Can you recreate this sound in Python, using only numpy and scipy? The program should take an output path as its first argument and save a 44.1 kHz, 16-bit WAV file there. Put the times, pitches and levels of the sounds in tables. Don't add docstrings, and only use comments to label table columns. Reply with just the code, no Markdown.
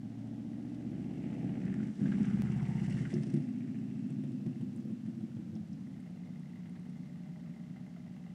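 import sys
import numpy as np
from scipy import signal
from scipy.fft import rfft, irfft
from scipy.io import wavfile
from scipy.ndimage import uniform_filter1d

SR = 44100
rng = np.random.default_rng(int(sys.argv[2]) if len(sys.argv) > 2 else 0)


def wav_record(signal):
    frames = np.transpose(np.atleast_2d(signal))
    bounded = np.clip(frames, -1, 1)
    quanta = np.round(bounded * 32767).astype(np.int16)
    wavfile.write(sys.argv[1], SR, quanta)


N = 367794
T = np.arange(N) / SR

# time in seconds, four-stroke cycles per second.
ENGINE_SPEED = [(0.0, 14.15), (0.75, 15.04), (1.5, 15.92), (1.8, 16.13), (2.0, 15.85), (2.25, 15.84),
                (3.0, 15.61), (3.6, 14.54), (4.2, 13.97), (4.65, 13.38), (5.1, 13.13), (5.5, 12.19),
                (6.0, 10.24), (6.4, 10.02), (6.8, 10.03), (7.15, 9.88), (8.0, 9.97), (8.34, 10.05)]
RATE = np.interp(T, *np.transpose(ENGINE_SPEED))
CYCLES = np.cumsum(RATE) / SR
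IDLE_CYCLES_PER_S = 10.4
REFERENCE_M = 14

# strength in dB, travel time down the header in ms.
CYLINDERS = [(-4, 0.34), (-3, 2.155), (-8, 1.764), (0, 2.42), (-8, 0.27), (0.5, 1.444), (2, 1.963),
             (-1, 3.94)]


def firings(jitter_s=0.00036, count=8):
    k = np.arange(1, int(CYCLES[-1] * count))
    db, header_ms = np.array(CYLINDERS)[k % count].T
    times = np.interp(k / count, CYCLES, T) + header_ms / 1000
    return times + jitter_s * rng.standard_normal(len(k)), undb(db)


# time in seconds, stage (0 coming, 1 pulling, 2 abreast, 3 passing,
# 4 leaving, 5 coasting, 6 distant; fractions blend neighbours).
STAGES = [(0, 0), (.7, 0), (1.25, 1), (1.75, 1), (2.05, 2), (2.28, 2), (2.48, 3), (2.95, 3), (3.45, 4),
          (3.95, 4), (4.25, 5), (5.3, 5), (5.85, 6)]
COMING = [-42, -19, -31, -24, -2, -17, -4.5, -7, -12.5, -6, -6, -5.5, 1.5, -3, -13.5, -2, -4, -12.5, -15,
          -16, -21.5, -31, -28, -35, -30.0]
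PULLING = [-27, -14.5, -25.5, -17.5, -2, -10.5, -2.0, -4, -2, -2, -9, -6, -1.5, -7, -5, -9, -12, -11, -17,
           -11.5, -34, -34.5, -25.5, -24.5, -29]
ABREAST = [-29.5, -22.5, -37, -25, -5.5, -15.5, -5.5, -28, -2, -1, -5.0, -14.5, -7.5, -17, -16.5, -22.5,
           -27.5, -22.0, -23.5, -26.5, -28, -31, -33, -39.5, -35]
PASSING = [-21, -12.5, -30.5, -22, -2, -6.0, -2.5, -11.5, -0.5, -0.5, -7, -25.5, -15.5, -23, -24, -29, -24,
           -24.5, -16.5, -35, -22.5, -40, -38.0, -30, -40.5]
LEAVING = [-43, -42.0, -32, -20, -7.5, -17.5, -8, -14.5, -11.5, -12.5, -3.0, -4, -6, -0.5, -5, -11.0, -13.5,
           -25.5, -16, -33.0, -25.5, -43, -26.5, -22, -32.5]
COASTING = [-49, -32.0, -32, -31, -6.5, -5.5, -0.5, -18.5, -14.5, -4.5, -10, -4, -10.5, -1.5, 0.5, 1, -9.5,
            -7.5, -20, -22, -14.5, -18.5, -16, -33, -28.0]
DISTANT = [-53.0, -43.5, -47, -42.5, -20, -33, -21, -21.5, -34.5, -17, -21, -11.5, -6.5, -7.5, 0.0, -10.5,
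           -9.5, -19, -15.5, -7.5, -9, -9.5, -15, -23.5, -18.5]
HALF_ORDERS = [-26.5, -16, -11.5, -7.5, -4, -14.5, -8, 1.5, -8.5, -1, -4, -2.5, -9.5, -15, -14.5, -21, -27,
               -17, -16]


def exhaust_note(pipe_ms=6, waver_db=2.5, count=8):
    stage = curves(STAGES)[0]
    db, header_ms = np.transpose(CYLINDERS)
    arrival = np.arange(count) / count + (header_ms + pipe_ms) / 1000 * RATE[0]
    spectra = zip(COMING, PULLING, ABREAST, PASSING, LEAVING, COASTING, DISTANT)
    orders = []
    for k, levels in enumerate(spectra, 4):
        orders.append((k, np.interp(stage, np.arange(len(levels)), undb(levels))))
    coasting = np.maximum(1 - np.abs(stage - 5), 0)
    for k, level in enumerate(HALF_ORDERS, 7):
        orders.append((k + .5, coasting * undb(level)))
    note, power = 0, 0
    for order, gain in orders:
        pattern = np.sum(undb(db) * np.exp(-2j * np.pi * order * arrival))
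        gain = gain * undb(waver_db * drift())
        note = note + gain * np.cos(2 * np.pi * order * (CYCLES - 1) + np.angle(pattern))
        power = power + gain ** 2 / 2
    return note / np.sqrt(power)


# time in seconds, swing either way in dB,
# place of the swell in the cycle in turns.
LOPE = [(0, 1.1, 0.87), (1.6, 2, 0.94), (2.1, 1.7, 1), (2.33, 5.5, 1.08), (2.5, 1.1, 0.63),
        (2.75, 2.5, 0.72), (3.5, 0.6, 0.49), (5.0, 0.55, 0.73), (5.7, 0.58, 0.5), (6.2, 0.62, 0.65),
        (8.34, 0.54, 0.61)]


def lope():
    swing_db, place = curves(LOPE)
    return steady(undb(swing_db * np.cos(2 * np.pi * (CYCLES - place))))


# time in seconds, amplitude share of the burble from 0 to 1.
RAGGED = [(0, .27), (.8, .35), (1.4, .52), (1.7, .67), (2.0, .6), (2.15, .35), (3.0, .38), (3.2, .75),
          (3.5, .27), (4.0, .3), (4.3, .56), (5.2, .56), (5.7, .72), (6.2, .58), (8.34, .53)]
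# frequency in Hz, gain in dB.
PIPE = [(30, -50), (60, -31), (90, -23.5), (120, -6.5), (165, -7), (200, 3), (245, -5), (305, -11.5),
        (350, -13.5), (400, -20.5), (450, -36), (600, -44), (1000, -84.5)]
PIPE_DISTANT = [(30, -37), (60, -33), (90, -13.5), (125, -7), (150, 1.5), (178, 0), (208, -7.5),
                (240, -1.5), (275, -9.5), (305, -11), (350, -17), (400, -20), (450, -45), (600, -34),
                (1000, -87)]
PIPE_HOLLOW = [(200, -34), (290, -11.5), (330, 2.5), (365, -9), (420, -17), (560, -23.5), (1000, -62.5)]


def exhaust(times, sizes, db, hollow_db=-13):
    uneven = lot(clicks(times, sizes * rng.standard_normal(len(times))), echo_db=2.5)
    far = np.clip(curves(STAGES)[0] - 5, 0, 1)
    near_burble = (1 - far) * unit(colour(uneven, PIPE))
    far_burble = far * unit(colour(uneven, PIPE_DISTANT))
    burble = steady(near_burble + far_burble, span_s=0.11)
    share = np.clip(curves(RAGGED)[0], 0, .95)
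    sound = np.sqrt(1 - share ** 2) * exhaust_note() + share * burble
    hollow = undb(hollow_db) * overrun() * steady(colour(uneven, PIPE_HOLLOW))
    return steady((sound + hollow) * lope()) * undb(db)


# frequency in Hz, gain in dB.
RASP = [(150, -43.5), (300, -23.5), (430, 4.5), (560, 2), (680, 6), (860, -0.5), (1020, -26), (1500, -34.5),
        (4000, -39), (12000, -78.5)]


def rasp(pulses, db, gas_share=1.27, bark_db=-2, hard_db=-1.5, hard_place=.47):
    blast = unit(pulses) + gas_share * unit(fade(pulses, decay_s=0.0061) * noise())
    hard = undb(hard_db) * unit(beats(hard_place, scatter_db=0))
    throat = [(400, -46.5), (680, 0.5), (780, -2.0), (900, -3.0), (1050, -24.5), (2000, -47.0)]
    bark = unit(colour(blast + hard, throat))
    facing = np.interp(T, [1.9, 2.3, 2.75, 3.1, 6.8, 7.8], [0.3, 0.85, 2.0, 0, 0.66, 0.6])
    sound = unit(colour(blast, RASP)) + undb(bark_db) * facing * bark
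    return steady(lot(ground(sound, bounce=0.02), echo_db=-1.5)) * undb(db)


def chuff(near_db=2.0, far_db=3.0, place=0.53):
    swing_db = np.where(RATE < IDLE_CYCLES_PER_S, far_db, near_db)
    return swing_db * np.cos(2 * np.pi * (CYCLES - place))


# centre time in seconds, length in seconds, level in dB,
# centre in Hz, glide in Hz per second, width in Hz, places of the hardest and the second hardest spit
SNARLS = [(1.383, .7, -70, 2303, -400, 1090, .40, 0.17), (1.702, .35, -64, 1847, -1300, 800, .40, 0.19),
          (2.25, .4, -65, 2000, -600, 1100, .46, .87), (2.9, .7, -61, 2010, -200, 370, .12, .89),
          (2.92, 0.36, -70, 2805, -200, 300, 0.18, .89), (3.7, .55, -72.5, 2080, -200, 785, .59, 0.45),
          (5.062, 0.19, -77, 1985, -0.5, 1410, 0.65, 0.43)]


def snarl(pulses, gate_s=0.0056, second_db=-2, others_db=-6, scatter_db=-1.5, order=2):
    out = 0
    for s, length, db, hz, glide, width, first, second in SNARLS:
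        low_pass = signal.butter(order, width / 2, fs=SR, output="sos")
        band = unit(signal.sosfilt(low_pass, noise()))
        gate = unit(beats(first, scatter_db)) + undb(second_db) * unit(beats(second, scatter_db))
        gate = gate + undb(others_db) * unit(pulses)
        centre = hz + glide * np.clip(T - s, -length, length)
        carrier = np.cos(2 * np.pi * np.cumsum(centre) / SR)
        swell = np.exp(-(2 * (T - s) / length) ** 2)
        out = out + undb(db) * swell * unit(band * puff(gate, decay_s=gate_s) * carrier)
    return lot(out, echo_db=-10.5)


# time in seconds, drive in dB, nominal pitch in Hz.
SPITS = [(1.663, -61, 2080), (1.801, -58, 1530), (2.057, -49.5, 1660), (2.118, -48.5, 1680),
         (2.183, -60, 1840), (2.24, -50.5, 1640), (2.298, -53.5, 1460), (2.476, -55, 1450),
         (2.608, -55.5, 990), (2.652, -55, 2100), (2.972, -58, 1840), (3.051, -48.5, 1590),
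         (3.1, -59, 2050), (6.657, -62, 1970), (6.755, -63, 1950)]


def spits():
    out = 0
    for s, db, hz in SPITS:
        outline = [(hz / 3, -40), (hz * 0.92, -8), (hz, 0), (hz * 0.94, -8), (hz * 2, -24),
                   (hz * 5, -55), (hz * 8, -80)]
        band = unit(colour(noise(), outline))
        out = out + undb(db) * band * puff(clicks(np.array([s]), np.ones(1)), decay_s=0.016)
    return out


# time in seconds, then crack, bark and thump drive in dB.
POPS = [(2.012, -69, -82.5, -48), (2.897, -55, -73, -56), (2.924, -55, -61, -47), (3.128, -65, -50.5, -40),
        (3.139, -54, -68, -25.5), (3.165, -75, -63, -27), (3.233, -56, -54, -51),
        (3.268, -59.5, -67, -28.5), (3.301, -58, -70, -50), (3.339, -54, -58, -23.5),
        (3.365, -62, -57, -38), (4.103, -73, -58.5, -31), (4.237, -69, -55, -34.5), (4.318, -68, -67, -38),
        (4.463, -63, -55.5, -28), (4.61, -73, -58, -34), (5.062, -66, -61, -53), (5.205, -69, -62, -45),
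        (5.367, -76, -60.5, -50), (5.563, -70, -59, -46)]
# frequency in Hz, gain in dB.
CRACK = [(700, -4.5), (2000, 13.5), (3600, 1.5), (5400, 9), (6800, 1), (9200, 7.5), (10500, -23),
         (15000, -29)]


def pops(rise_s=0.00058):
    s, crack_db, bark_db, thump_db = np.transpose(POPS)
    flare = uniform_filter1d(fade(clicks(s, undb(crack_db)), decay_s=0.0048), int(2 * rise_s * SR))
    crack = flare * unit(colour(noise(), CRACK))
    body = [(50, -34), (110, -30.0), (145, 11.5), (185, -5), (225, 4.0), (280, -12.0), (345, -9),
            (410, -23), (600, -40.5), (1000, -55.5), (4000, -100)]
    note = colour(np.eye(1, N)[0], body)
    thump = signal.fftconvolve(clicks(s, undb(thump_db)), note / np.max(np.abs(note)))[:N]
    mouth = [(300, -19.5), (480, -0.5), (700, -4), (1050, -19), (2000, -18.0), (3500, -19.5), (8000, -54.5)]
    bark = puff(clicks(s, undb(bark_db)), decay_s=0.012) * unit(colour(noise(), mouth))
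    return lot(crack + bark + thump, echo_db=-6.5)


# start in seconds, level in dB, pitch in Hz, T60 in seconds.
BOOMS = [(2.011, -30.5, 147.4, 0.31), (2.02, -33, 268, 0.4), (3.135, -33, 360.5, 0.27),
         (3.34, -31, 331.3, .24), (4.46, -36.5, 334, 0.18)]


def booms(rise_s=0.0052):
    out = 0
    for s, db, hz, t60 in BOOMS:
        age = np.maximum(T - s, 0)
        envelope = undb(db - 60 * age / t60) * (1 - np.exp(-age / rise_s))
        out = out + envelope * np.sin(2 * np.pi * hz * age)
    return out


# frequency in Hz, gain in dB.
VALVES = [(400, -31.5), (800, -28.5), (1050, -2.5), (1500, 1.5), (2050, 3.5), (2450, -5), (2800, -2.5),
          (3400, -11.5), (5000, -42.5), (10000, -31.5), (12000, -61)]


def valve_gear(times, sizes, db, scatter_db=3, whirr_db=-1.0, block_db=-8):
    strength_db = scatter_db * np.clip(rng.standard_normal(len(times)), -2, 2)
    ticks = clicks(times + .004, sizes * undb(strength_db))
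    sound = unit(fade(ticks, decay_s=0.0035) * noise()) + undb(whirr_db) * noise()
    block = [(1500, -48.0), (2450, 11.5), (2750, 12.0), (3050, -21.5), (5000, -50.5)]
    ring = unit(colour(sound, block))
    behind = np.interp(T, [2.5, 3.6, 4.4, 5.4], [0, 1, 1, 0])
    sound = unit(colour(sound, VALVES)) + undb(block_db) * behind * ring
    return steady(lot(ground(sound, bounce=0.17), echo_db=-9)) * undb(db)


TAPPET_DB, TAPPET_DB_PER_CYCLE_RATE = -74.5, 16
# place in the cycle in turns, strength in dB.
TAPS = [(.09, -3.5), (0.335, -1.5), (.47, -6), (.71, -5.5)]


def tappets(scatter_db=2.0, knock_db=-0.5, knock_place=0.3):
    taps = sum(undb(db) * beats(place, scatter_db) for place, db in TAPS)
    strike = unit(taps) + 1.1 * unit(fade(taps, decay_s=0.0053) * noise())
    cover = colour(strike, [(800, -45.0), (1600, -13.5), (1900, 1.5), (2080, 6.5), (2400, -23),
                            (2750, -6), (4000, -31.5)])
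    thuds = fade(beats(knock_place, scatter_db=1.5), decay_s=0.0086) * noise()
    knock = colour(thuds, [(400, -33), (600, -7), (790, 0), (900, -20), (1050, -12.5),
                           (1500, -13.5), (3000, -50)])
    facing = np.interp(T, [6.8, 7.5], [.7, 1.2])
    sound = lot(steady(cover) + undb(knock_db) * facing * unit(knock), echo_db=-7.5)
    above_idle = np.maximum(RATE - IDLE_CYCLES_PER_S, 0)
    return sound * undb(TAPPET_DB - TAPPET_DB_PER_CYCLE_RATE * above_idle)


# frequency in Hz, gain in dB.
SPRAY = [(1500, 0), (3000, 2.5), (4200, -2), (5800, 2), (6500, -2.5), (7600, 0), (9000, -5), (10500, -11.5),
         (11800, -37.5), (15000, -37.5)]


def tyre_spray(db, drops_per_s=700, scatter_db=7.5, hiss_db=3, splash_db=1.9, puddle_db=5, wet_db=1.5):
    draws = rng.random((int(drops_per_s * N / SR), 2)).T
    drops = clicks(draws[0] * N / SR, undb(-scatter_db * np.log(draws[1] + 0.01)))
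    sound = unit(fade(drops, decay_s=0.0031) * noise()) + undb(hiss_db) * noise()
    sheets = unit(uniform_filter1d(uniform_filter1d(noise(), int(0.006 * SR)), int(0.0036 * SR)))
    near = np.interp(T, [2.6, 2.9, 3.05, 3.4], [0, 1, 1, 0])
    wet = np.interp(T, [1.3, 1.94, 1.98, 2.4], [0, -.6, .5, 0])
    level_db = db + wet_db * wet + near * (puddle_db + splash_db * sheets)
    return unit(colour(sound, SPRAY)) * undb(level_db)


# time in seconds, drive in dB.
SPLASHES = [(3.139, -54.5), (3.234, -62), (5.553, -66), (5.729, -64)]
# frequency in Hz, gain in dB.
SPLASH = [(3000, -26), (4600, -9), (5200, 0.5), (6000, -2), (7500, -16), (12000, -41)]


def splashes(decay_s=0.0066):
    s, db = np.transpose(SPLASHES)
    return puff(clicks(s, undb(db)), decay_s=decay_s) * unit(colour(noise(), SPLASH))


# time in seconds, drive in dB.
TINKS = [(4.103, -62.5), (4.237, -71), (4.318, -74), (4.612, -65), (4.762, -64), (4.915, -70),
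         (6.002, -68.5), (6.105, -74), (6.396, -67), (6.696, -67), (6.795, -72), (6.895, -72)]
# frequency in Hz, gain in dB.
TINK = [(5000, -22), (7100, -16), (7700, -1), (8200, -8), (8800, 0), (9400, -0.5), (9900, -23),
        (12000, -40)]


def tinks(decay_s=0.0044):
    s, db = np.transpose(TINKS)
    return puff(clicks(s, undb(db)), decay_s=decay_s) * unit(colour(noise(), TINK))


def whine(hz=613, db=-71.0):
    waver = unit(uniform_filter1d(noise(), int(0.03185 * SR)))
    swell = np.interp(T, [6.7, 7.4, 8.0, 8.34], [0.24, 0.92, 0.86, 0.25])
    tone = np.sin(2 * np.pi * np.cumsum(hz * (1 + 0.02 * waver)) / SR)
    return undb(db) * swell * unit(tone)


def snap(db=-31):
    when = np.array([2.4208])
    return -fade(clicks(when, undb([db])), decay_s=0.0013)


# frequency in Hz, gain in dB.
AIR = [(240, -27.5), (400, -18), (700, -5.5), (1020, -9.5), (2000, -11), (3500, -15), (5700, -18),
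       (9000, -25), (12000, -29), (15500, -42.5)]


def open_air(db=-71):
    return unit(colour(noise(), AIR)) * undb(db)


LOT_T60_S = 0.39


def lot(x, echo_db):
    t = T[:SR]
    tail = rng.standard_normal(SR) * np.exp(-np.log(1000) * t / LOT_T60_S) * (t > .02)
    return x + undb(echo_db) * signal.fftconvolve(x, tail / np.linalg.norm(tail))[:N]


# time in seconds, distance in metres, throttle from 0 to 1.
DRIVE = [(0, 46.4, 0.71), (.9, 32.2, 0.64), (1.35, 27.8, 1), (1.75, 21.5, 0.44), (2.15, 13.2, 0.14),
         (2.6, 15.4, 0.35), (3.05, 16.6, 0.35), (3.55, 26.6, 0.11), (4.5, 31.2, 0), (5.5, 41, 0),
         (6.1, 59, 0.54), (7.2, 55.6, 0.36), (8.34, 71, 0.47)]


def ground(x, bounce, detour_ms=0.763):
    lag_s = detour_ms / 1000 * REFERENCE_M / curves(DRIVE)[0]
    return x + bounce * np.interp(T - lag_s, T, x)


def heard(reference_db, load_db, loss_db):
    metres, throttle = curves(DRIVE)
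    return reference_db + load_db * throttle - loss_db * np.log2(metres / REFERENCE_M)


HUNT_FROM_S, HUNT_TO_S, HUNT_FADE_S, HUNT_PEAK_S, HUNT_DB = 4.12, 5.9, 0.25, 4.482, 0.5


def overrun():
    return np.clip(np.minimum(T - HUNT_FROM_S, HUNT_TO_S - T) / HUNT_FADE_S, 0, 1)


def hunting():
    return HUNT_DB * overrun() * np.cos(np.pi * (CYCLES - np.interp(HUNT_PEAK_S, T, CYCLES)))


def swells(table):
    return sum(db * np.exp(-(2 * (T - s) / length) ** 2) for s, length, db in table)


def beats(place, scatter_db):
    turns = np.arange(int(CYCLES[-1]) + 1) + place
    sizes = undb(scatter_db * np.clip(rng.standard_normal(len(turns)), -1.5, 1.5))
    return clicks(np.interp(turns, CYCLES, T), sizes)


def drift(step_s=0.24):
    return np.interp(T / step_s, np.arange(256), rng.standard_normal(256))


def clicks(times, sizes):
    inside = (times >= 0) & (times < (N - 1) / SR)
    return np.bincount((times[inside] * SR).astype(int), sizes[inside], N)


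def fade(x, decay_s):
    return signal.lfilter([1], [1, -np.exp(-1 / (decay_s * SR))], x + 1e-18)


def puff(x, decay_s, rise_s=.0014):
    return uniform_filter1d(fade(x, decay_s), int(rise_s * SR))


def noise():
    return rng.standard_normal(N)


def colour(x, points, size=8192):
    hz, db = np.transpose(points)
    outline = np.interp(np.log(np.fft.rfftfreq(size, 1 / SR) + 1), np.log(hz), db)
    cepstrum = irfft(np.log(undb(outline)))
    cepstrum[1:size // 2] *= 2
    cepstrum[size // 2 + 1:] = 0
    return signal.fftconvolve(x, irfft(np.exp(rfft(cepstrum))))[:N]


def unit(x):
    return x / np.sqrt(np.mean(x ** 2))


def steady(x, span_s=0.73):
    size = int(span_s * SR)
    power = uniform_filter1d(uniform_filter1d(x ** 2, size), size // 2)
    return x / np.sqrt(power + 1e-18)


def curves(table):
    s, *columns = np.transpose(table)
    return [np.interp(T, s, c) for c in columns]


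def undb(db):
    return 10 ** (np.asarray(db) / 20)


# centre time in seconds, length in seconds, depth in dB.
STUMBLES = [(1.945, 0.1, 8.5), (3.09, 0.039, 5.5), (3.225, 0.073, 4.5)]
# centre time in seconds, length in seconds, gain in dB.
SURGES = [(1.47, 0.14, 3), (1.66, 0.046, 3.5), (1.84, 0.094, 1), (2.05, 0.12, 3), (2.2, 0.11, 2)]


def scene():
    times, sizes = firings()
    pulses = clicks(times, sizes)
    stumble_db = swells(STUMBLES)
    effort_db = swells(SURGES) + hunting() - stumble_db
    exhaust_db = heard(reference_db=-32, load_db=-.5, loss_db=6) + effort_db
    rasp_db = heard(reference_db=-62.5, load_db=12, loss_db=6) + 0.73 * effort_db + chuff()
    valve_db = heard(reference_db=-62.5, load_db=6.5, loss_db=10.5) - 0.89 * stumble_db
    spray_db = heard(reference_db=-68, load_db=1.8, loss_db=8)
    snarl_gain = undb(-0.65 * stumble_db)
    pipes = exhaust(times, sizes, exhaust_db) + rasp(pulses, rasp_db)
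    pipes = pipes + snarl_gain * snarl(pulses) + spits() + pops() + booms()
    machinery = valve_gear(times, sizes, valve_db) + tappets() + tinks() + whine()
    water = tyre_spray(spray_db) + splashes()
    return (pipes + machinery + water + snap() + open_air())[None]


def record(dry):
    thin = signal.sosfilt(signal.butter(2, 40, "high", fs=SR, output="sos"), dry)
    return signal.sosfilt(signal.ellip(8, .2, 70, 15600, fs=SR, output="sos"), thin)


dry = scene()
out = record(dry)
wav_record(out)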